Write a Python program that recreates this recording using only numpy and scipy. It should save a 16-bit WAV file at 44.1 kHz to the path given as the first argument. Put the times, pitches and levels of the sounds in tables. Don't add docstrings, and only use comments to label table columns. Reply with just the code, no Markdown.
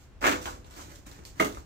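import sys
import numpy as np
from scipy import signal
from scipy.fft import rfft, irfft
from scipy.io import wavfile
from scipy.ndimage import uniform_filter1d

SR = 44100
rng = np.random.default_rng(int(sys.argv[2]) if len(sys.argv) > 2 else 0)


def digitize_waveform(pressure):
    field = np.atleast_2d(pressure).T
    bounded = np.clip(field, -1, 1)
    quanta = np.round(bounded * 32767).astype(np.int16)
    wavfile.write(sys.argv[1], SR, quanta)


N = 72765

# (t/s, level/dB)
BACKGROUND_SPECTRUM = [(20, -17), (35, -3.5), (55, -1), (80, -3), (110, -10), (170, -17), (300, -23),
                       (600, -29.5), (1500, -33), (4000, -42.5), (7000, -47.5), (10000, -57), (16000, -60)]
RUMBLE_ENVELOPE = [(0, -51.5), (.15, -51.5), (.27, -44), (.5, -46.5), (.7, -49), (1.101, -51.5),
                   (1.3, -45.5), (1.5, -49), (1.59, -38.5), (1.65, -54.5)]
# (start t/s, rise t/s, t/s to fall 15 dB, level/dB, body shelf/dB)
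RUSTLE_STROKES = [(-.03, 0.043, 0.066, -58.5, -4.5), (.207, 0.015, 0.14, -36.5, 7.5),
                  (.407, .012, 0.058, -40, 1.5), (.43, 0.032, 0.082, -42, 5), (.645, 0.017, 0.12, -60, 5.5),
                  (.698, 0.0055, 0.24, -53, 3), (.752, 0.019, 0.057, -45.5, 4),
                  (.785, .03, 0.078, -48, 0.5), (.85, .06, 0.049, -53.5, 4.5),
                  (.925, 0.029, 0.051, -52.5, -7), (1.052, 0.015, 0.092, -47, 2.5),
                  (1.13, 0.014, 0.21, -59, 5), (1.25, 0.017, 0.033, -44.5, -5),
                  (1.341, 0.063, 0.049, -50, 6), (1.54, 0.038, 0.031, -52, 2)]
RUSTLE_SPECTRUM = [(120, -37.5), (200, -27), (278, -6), (465, -16.5), (509, -10), (683, -17), (950, -13.5),
                   (2860, -19.5), (5130, -20), (7270, -17), (9930, -31.5), (14900, -25), (16000, -47)]
# (t/s, level/dB, bass shelf/dB, treble shelf/dB)
CLATTER_IMPACTS = [(.2155, -38, 1, -11), (.2265, -27.5, -4, -23), (.2402, -20, -8, -15),
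                   (.2422, -17, -5, -18), (.2495, -23, 0, 0), (.2575, -22, -9, -3), (.2665, -20, 3.5, 2.5),
                   (.2688, -22.5, 8, 0.5), (.277, -22, 5.5, -5.5), (.2835, -23.5, 2.5, 1.5),
                   (.293, -28, 9, 6.5), (.314, -27.5, -0.5, 4), (.3245, -25.5, 0.5, 0)]
CLATTER_SPECTRUM = [(59, -41), (100, -15.5), (124, -25), (150, -17.5), (328, 0.5), (471, -11), (502, -7),
                    (1030, -4), (1720, -3), (1950, -10), (2170, -4.5), (3250, -13.5), (5190, -22),
                    (6840, -18.5), (10000, -34), (14700, -27), (16000, -37)]
CLATTER_RESONANCES = [(255, -2, 0.28), (278, -0.5, 0.33), (327, -1.5, 0.38), (499, -5, 0.81),
                      (645, -5, 0.43), (900, -10, 0.39), (1150, 4, 0.27), (1338, -5, 0.22), (1450, 0, 0.17),
                      (1460, -4, .22), (1665, -4, .28), (1757, -4, .25), (1790, 1, 0.092),
                      (2174, -4.5, 0.25)]
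# (f/Hz, level/dB)
SNAP_EVENTS = [(.4425, -47, -3), (.6445, -57.5, -12), (.7, -63, 2), (.739, -54, -8), (.811, -49, -1),
               (.957, -52, -6.5), (1.0665, -55, 17), (1.114, -50, -3), (1.2515, -44.5, 1), (1.5245, -51, 7),
               (1.547, -48.5, -5)]
SNAP_SPECTRUM = [(200, -11), (1000, -2), (2800, -5), (4200, 1), (7000, -3), (10000, -7.5), (15000, -18)]
# (f/Hz, level/dB)
POP_EVENTS = [(.456, -32.5, -15), (.4765, -35, -4), (.485, -38.5, 1), (.508, -49, 12), (.648, -53.5, -4),
              (.7925, -44, -8), (1.5715, -40.5, -4)]
POP_SPECTRUM = [(80, -33), (280, -5.5), (450, -7), (700, -5.5), (960, 3), (1350, -1), (1900, -22),
                (3500, -17.5), (7000, -29.5), (16000, -51)]
# (f/Hz, level/dB)
BUMP_EVENTS = [(.555, -46.5, -9), (.62, -61, 2), (.80, -52, -1.5), (.878, -48.5, -3), (.985, -53, -3),
               (1.064, -47.5, 0), (1.10, -54, 0), (1.186, -47, 5), (1.22, -49.5, 5), (1.495, -41, 0)]
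BUMP_SPECTRUM = [(40, -27), (130, -2.5), (290, -1.5), (400, -5.5), (700, -20), (2000, -22.5), (16000, -65)]
# (t/s, level/dB, bass shelf/dB, treble shelf/dB)
KNOCK_IMPACTS = [(1.3975, -30.5, -15, 1.5), (1.4015, -22, 4.5, 0), (1.4085, -24, -5, 2),
                 (1.413, -26, -10, -13), (1.423, -28.5, 0, 0), (1.446, -32, 0.5, 8.5),
                 (1.456, -37.5, 12.5, -3), (1.4675, -41, -1.5, 9.5)]
KNOCK_SPECTRUM = [(59, -40), (100, -23), (328, -4), (513, -10), (662, -9), (818, -12), (1030, -11),
                  (1250, -7), (1830, -17), (2130, -10.5), (2420, -22), (2750, -17.5), (5300, -29.5),
                  (6420, -24.5), (10500, -37), (15000, -30.5), (16000, -42)]
KNOCK_RESONANCES = [(136, -27, 0.32), (209.4, -5.5, 0.15), (277.6, -7.5, 0.33), (328, -0.5, 0.23),
                    (383.5, -3, 0.27), (425, 1.5, 0.16), (643.5, 6.5, 0.14), (1237, 9, 0.08),
                    (1238, 6.5, 0.084), (1280, -10, 0.18), (2093, 0, 0.15), (2136, 4, 0.11),
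                    (2830, -7.5, 0.18)]
REVERB_TIME = [(100, 0.46), (300, 0.39), (1000, 0.31), (2200, 0.24), (6000, 0.35), (15000, 0.27)]
COHERENCE = [(50, 0.88), (130, 1), (300, 0.79), (550, 0.55), (1100, 0.68), (2200, 0.2), (4000, 0.13),
             (15000, 0.1)]
LEVEL_DIFFERENCE = [(60, -0.5), (350, -3), (1000, -1), (2400, 1), (4400, -4.5), (8000, -8), (15000, -5)]


def amp(db):
    return 10 ** (np.asarray(db) / 20)


def unit_rms(x):
    return x / np.sqrt(np.mean(x ** 2) + 1e-20)


def curve_at(points, hz):
    f, value = np.transpose(points)
    return np.interp(np.log(hz + 1), np.log(f + 1), value)


def add(mix, start_s, sound):
    at = round(start_s * SR)
    sound = sound[..., max(-at, 0):]
    part = mix[..., max(at, 0):][..., :sound.shape[-1]]
    part += sound[..., :part.shape[-1]]


def click(spectrum, bass_db=0, treble_db=0, bass_hz=550, treble_hz=3200):
    hz = np.fft.rfftfreq(4096, 1 / SR)
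    gain = unit_rms(amp(np.maximum(curve_at(spectrum, hz), -90)))
    gain *= amp(bass_db / (1 + (hz / bass_hz) ** 4) + treble_db / (1 + (treble_hz / (hz + 1)) ** 4))
    log_gain = np.log(np.r_[gain, gain[-2:0:-1]])
    response = np.exp(np.conj(signal.hilbert(log_gain)))
    return irfft(response[:len(hz)])[:len(hz)]


def noise_pair(size):
    shared, separate = rfft(rng.standard_normal((2, size)))
    alike = curve_at(COHERENCE, np.fft.rfftfreq(size, 1 / SR))
    return irfft([alike * shared + np.sqrt(1 - alike ** 2) * separate, shared], size)


def room(sound, wet_db, scatter_t60_s=0.082, scatter_db=1.5, smoothing_hz=110):
    size = SR // 2
    hz, t, bands = signal.stft(noise_pair(size), SR, nperseg=256)
    bands = bands * 1000. ** (-t / curve_at(REVERB_TIME, hz)[:, None])
    tail = signal.istft(bands, SR, nperseg=256)[1][:, :size]
    scatter = noise_pair(size) * 1000. ** (-np.arange(size) / SR / scatter_t60_s)
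    paths = amp(wet_db) * unit_rms(unit_rms(tail) + amp(scatter_db) * unit_rms(scatter)) / np.sqrt(size)
    paths[:, 0] += 1
    transfer = rfft(paths)
    power = uniform_filter1d((abs(transfer) ** 2).mean(0), smoothing_hz * size // SR)
    response = irfft(transfer / np.sqrt(power), size)[:, :size * 3 // 4]
    return signal.fftconvolve(sound[None], response, axes=1)


def background(crossover_hz=137, hiss_gain_db=-48.5):
    hz = np.fft.rfftfreq(N, 1 / SR)
    noise = noise_pair(N) + 0.37 * rng.standard_normal((2, N))
    air = unit_rms(irfft(rfft(noise) * amp(curve_at(BACKGROUND_SPECTRUM, hz)), N))
    rumble = irfft(rfft(air) / (1 + (hz / crossover_hz) ** 4), N)
    rumble_db = np.interp(np.arange(N) / SR, *np.transpose(RUMBLE_ENVELOPE))
    lean_left_db = np.array([[0.95], [-0.95]])
    return rumble * amp(rumble_db + lean_left_db) + (air - rumble) * amp(hiss_gain_db)


def rustle(creases_per_s=3000, spread_db=5, fall_db=15):
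    out = np.zeros((2, N))
    t = np.arange(SR // 2) / SR
    for start, rise, fall, db, body_db in RUSTLE_STROKES:
        strengths = rng.standard_normal(len(t)) * amp(spread_db * np.minimum(rng.exponential(1, len(t)), 3))
        creases = unit_rms(strengths * (rng.random(len(t)) < creases_per_s / SR))
        creases *= np.minimum(t / rise, 1) * amp(db - fall_db * np.maximum(t - rise, 0) / fall)
        stroke = signal.fftconvolve(creases, click(RUSTLE_SPECTRUM, body_db, bass_hz=2500))
        add(out, start, room(stroke, wet_db=9))
    return out


def ring(modes):
    t = np.arange(SR // 2) / SR
    out = np.zeros((2, len(t)))
    for hz, db, t60 in modes:
        phase = np.pi * rng.uniform(-1.31, 1, (2, 1)) * (1 - curve_at(COHERENCE, hz))
        out += amp(db) * 1000. ** (-t / t60) * np.sin(2 * np.pi * hz * t + phase)
    return out


def pulse_gain(db, span_s=.01):
    return amp(db) * np.sqrt(span_s * SR)


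def impacts(events, spectrum, modes, ring_db, wet_db):
    out = np.zeros((2, N))
    for start, db, bass_db, treble_db in events:
        add(out, start, pulse_gain(db) * room(click(spectrum, bass_db, treble_db), wet_db))
        add(out, start, amp(db + ring_db) * ring(modes))
    return out


def taps(events, spectrum, wet_db, contact_s):
    out = np.zeros((2, N))
    age = np.arange(SR // 20) / SR / contact_s
    for start, db, treble_db in events:
        contacts = rng.standard_normal(len(age)) * age * np.exp(-age)
        touch = signal.fftconvolve(contacts, click(spectrum, treble_db=treble_db, treble_hz=5970))
        add(out, start, pulse_gain(db) * room(touch / np.linalg.norm(touch), wet_db))
    return out


def squeak(start_s=1.3977, length_s=0.00486, hz=2023, db=-15):
    t = np.arange(0, length_s, 1 / SR)
    tone = signal.windows.tukey(len(t), .4) * np.sin(2 * np.pi * hz * t)
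    out = np.zeros((2, N))
    add(out, start_s, amp(db) * room(tone, wet_db=-7.5))
    return out


def from_right(sound, left_lag_s=.00048):
    hz = np.fft.rfftfreq(2 * N, 1 / SR)
    lean = amp(curve_at(LEVEL_DIFFERENCE, hz) / 2)
    delay = np.exp(-2j * np.pi * hz * left_lag_s)
    return irfft(rfft(sound, 2 * N) * np.array([lean * delay, 1 / lean]))[:, :N]


def scene():
    clatter = impacts(CLATTER_IMPACTS, CLATTER_SPECTRUM, CLATTER_RESONANCES, ring_db=-19.5, wet_db=6.5)
    knock = impacts(KNOCK_IMPACTS, KNOCK_SPECTRUM, KNOCK_RESONANCES, ring_db=-10.5, wet_db=9) + squeak()
    snaps = taps(SNAP_EVENTS, SNAP_SPECTRUM, wet_db=4, contact_s=0.00049)
    pops = taps(POP_EVENTS, POP_SPECTRUM, wet_db=2, contact_s=0.00041)
    bumps = taps(BUMP_EVENTS, BUMP_SPECTRUM, wet_db=0.5, contact_s=0.0036)
    return from_right(rustle() + clatter + snaps + pops + bumps + knock) + background()


def record(dry, low_cut_hz=38, ceiling_db=-6, band_limit_hz=16150):
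    cut = signal.sosfilt(signal.butter(2, low_cut_hz, "highpass", fs=SR, output="sos"), dry)
    rounded = amp(ceiling_db) * np.tanh(cut / amp(ceiling_db))
    lowpass = signal.firwin(511, band_limit_hz, window=("kaiser", 9), fs=SR)
    return signal.oaconvolve(rounded, lowpass[None], "same")


dry = scene()
out = record(dry)
digitize_waveform(out)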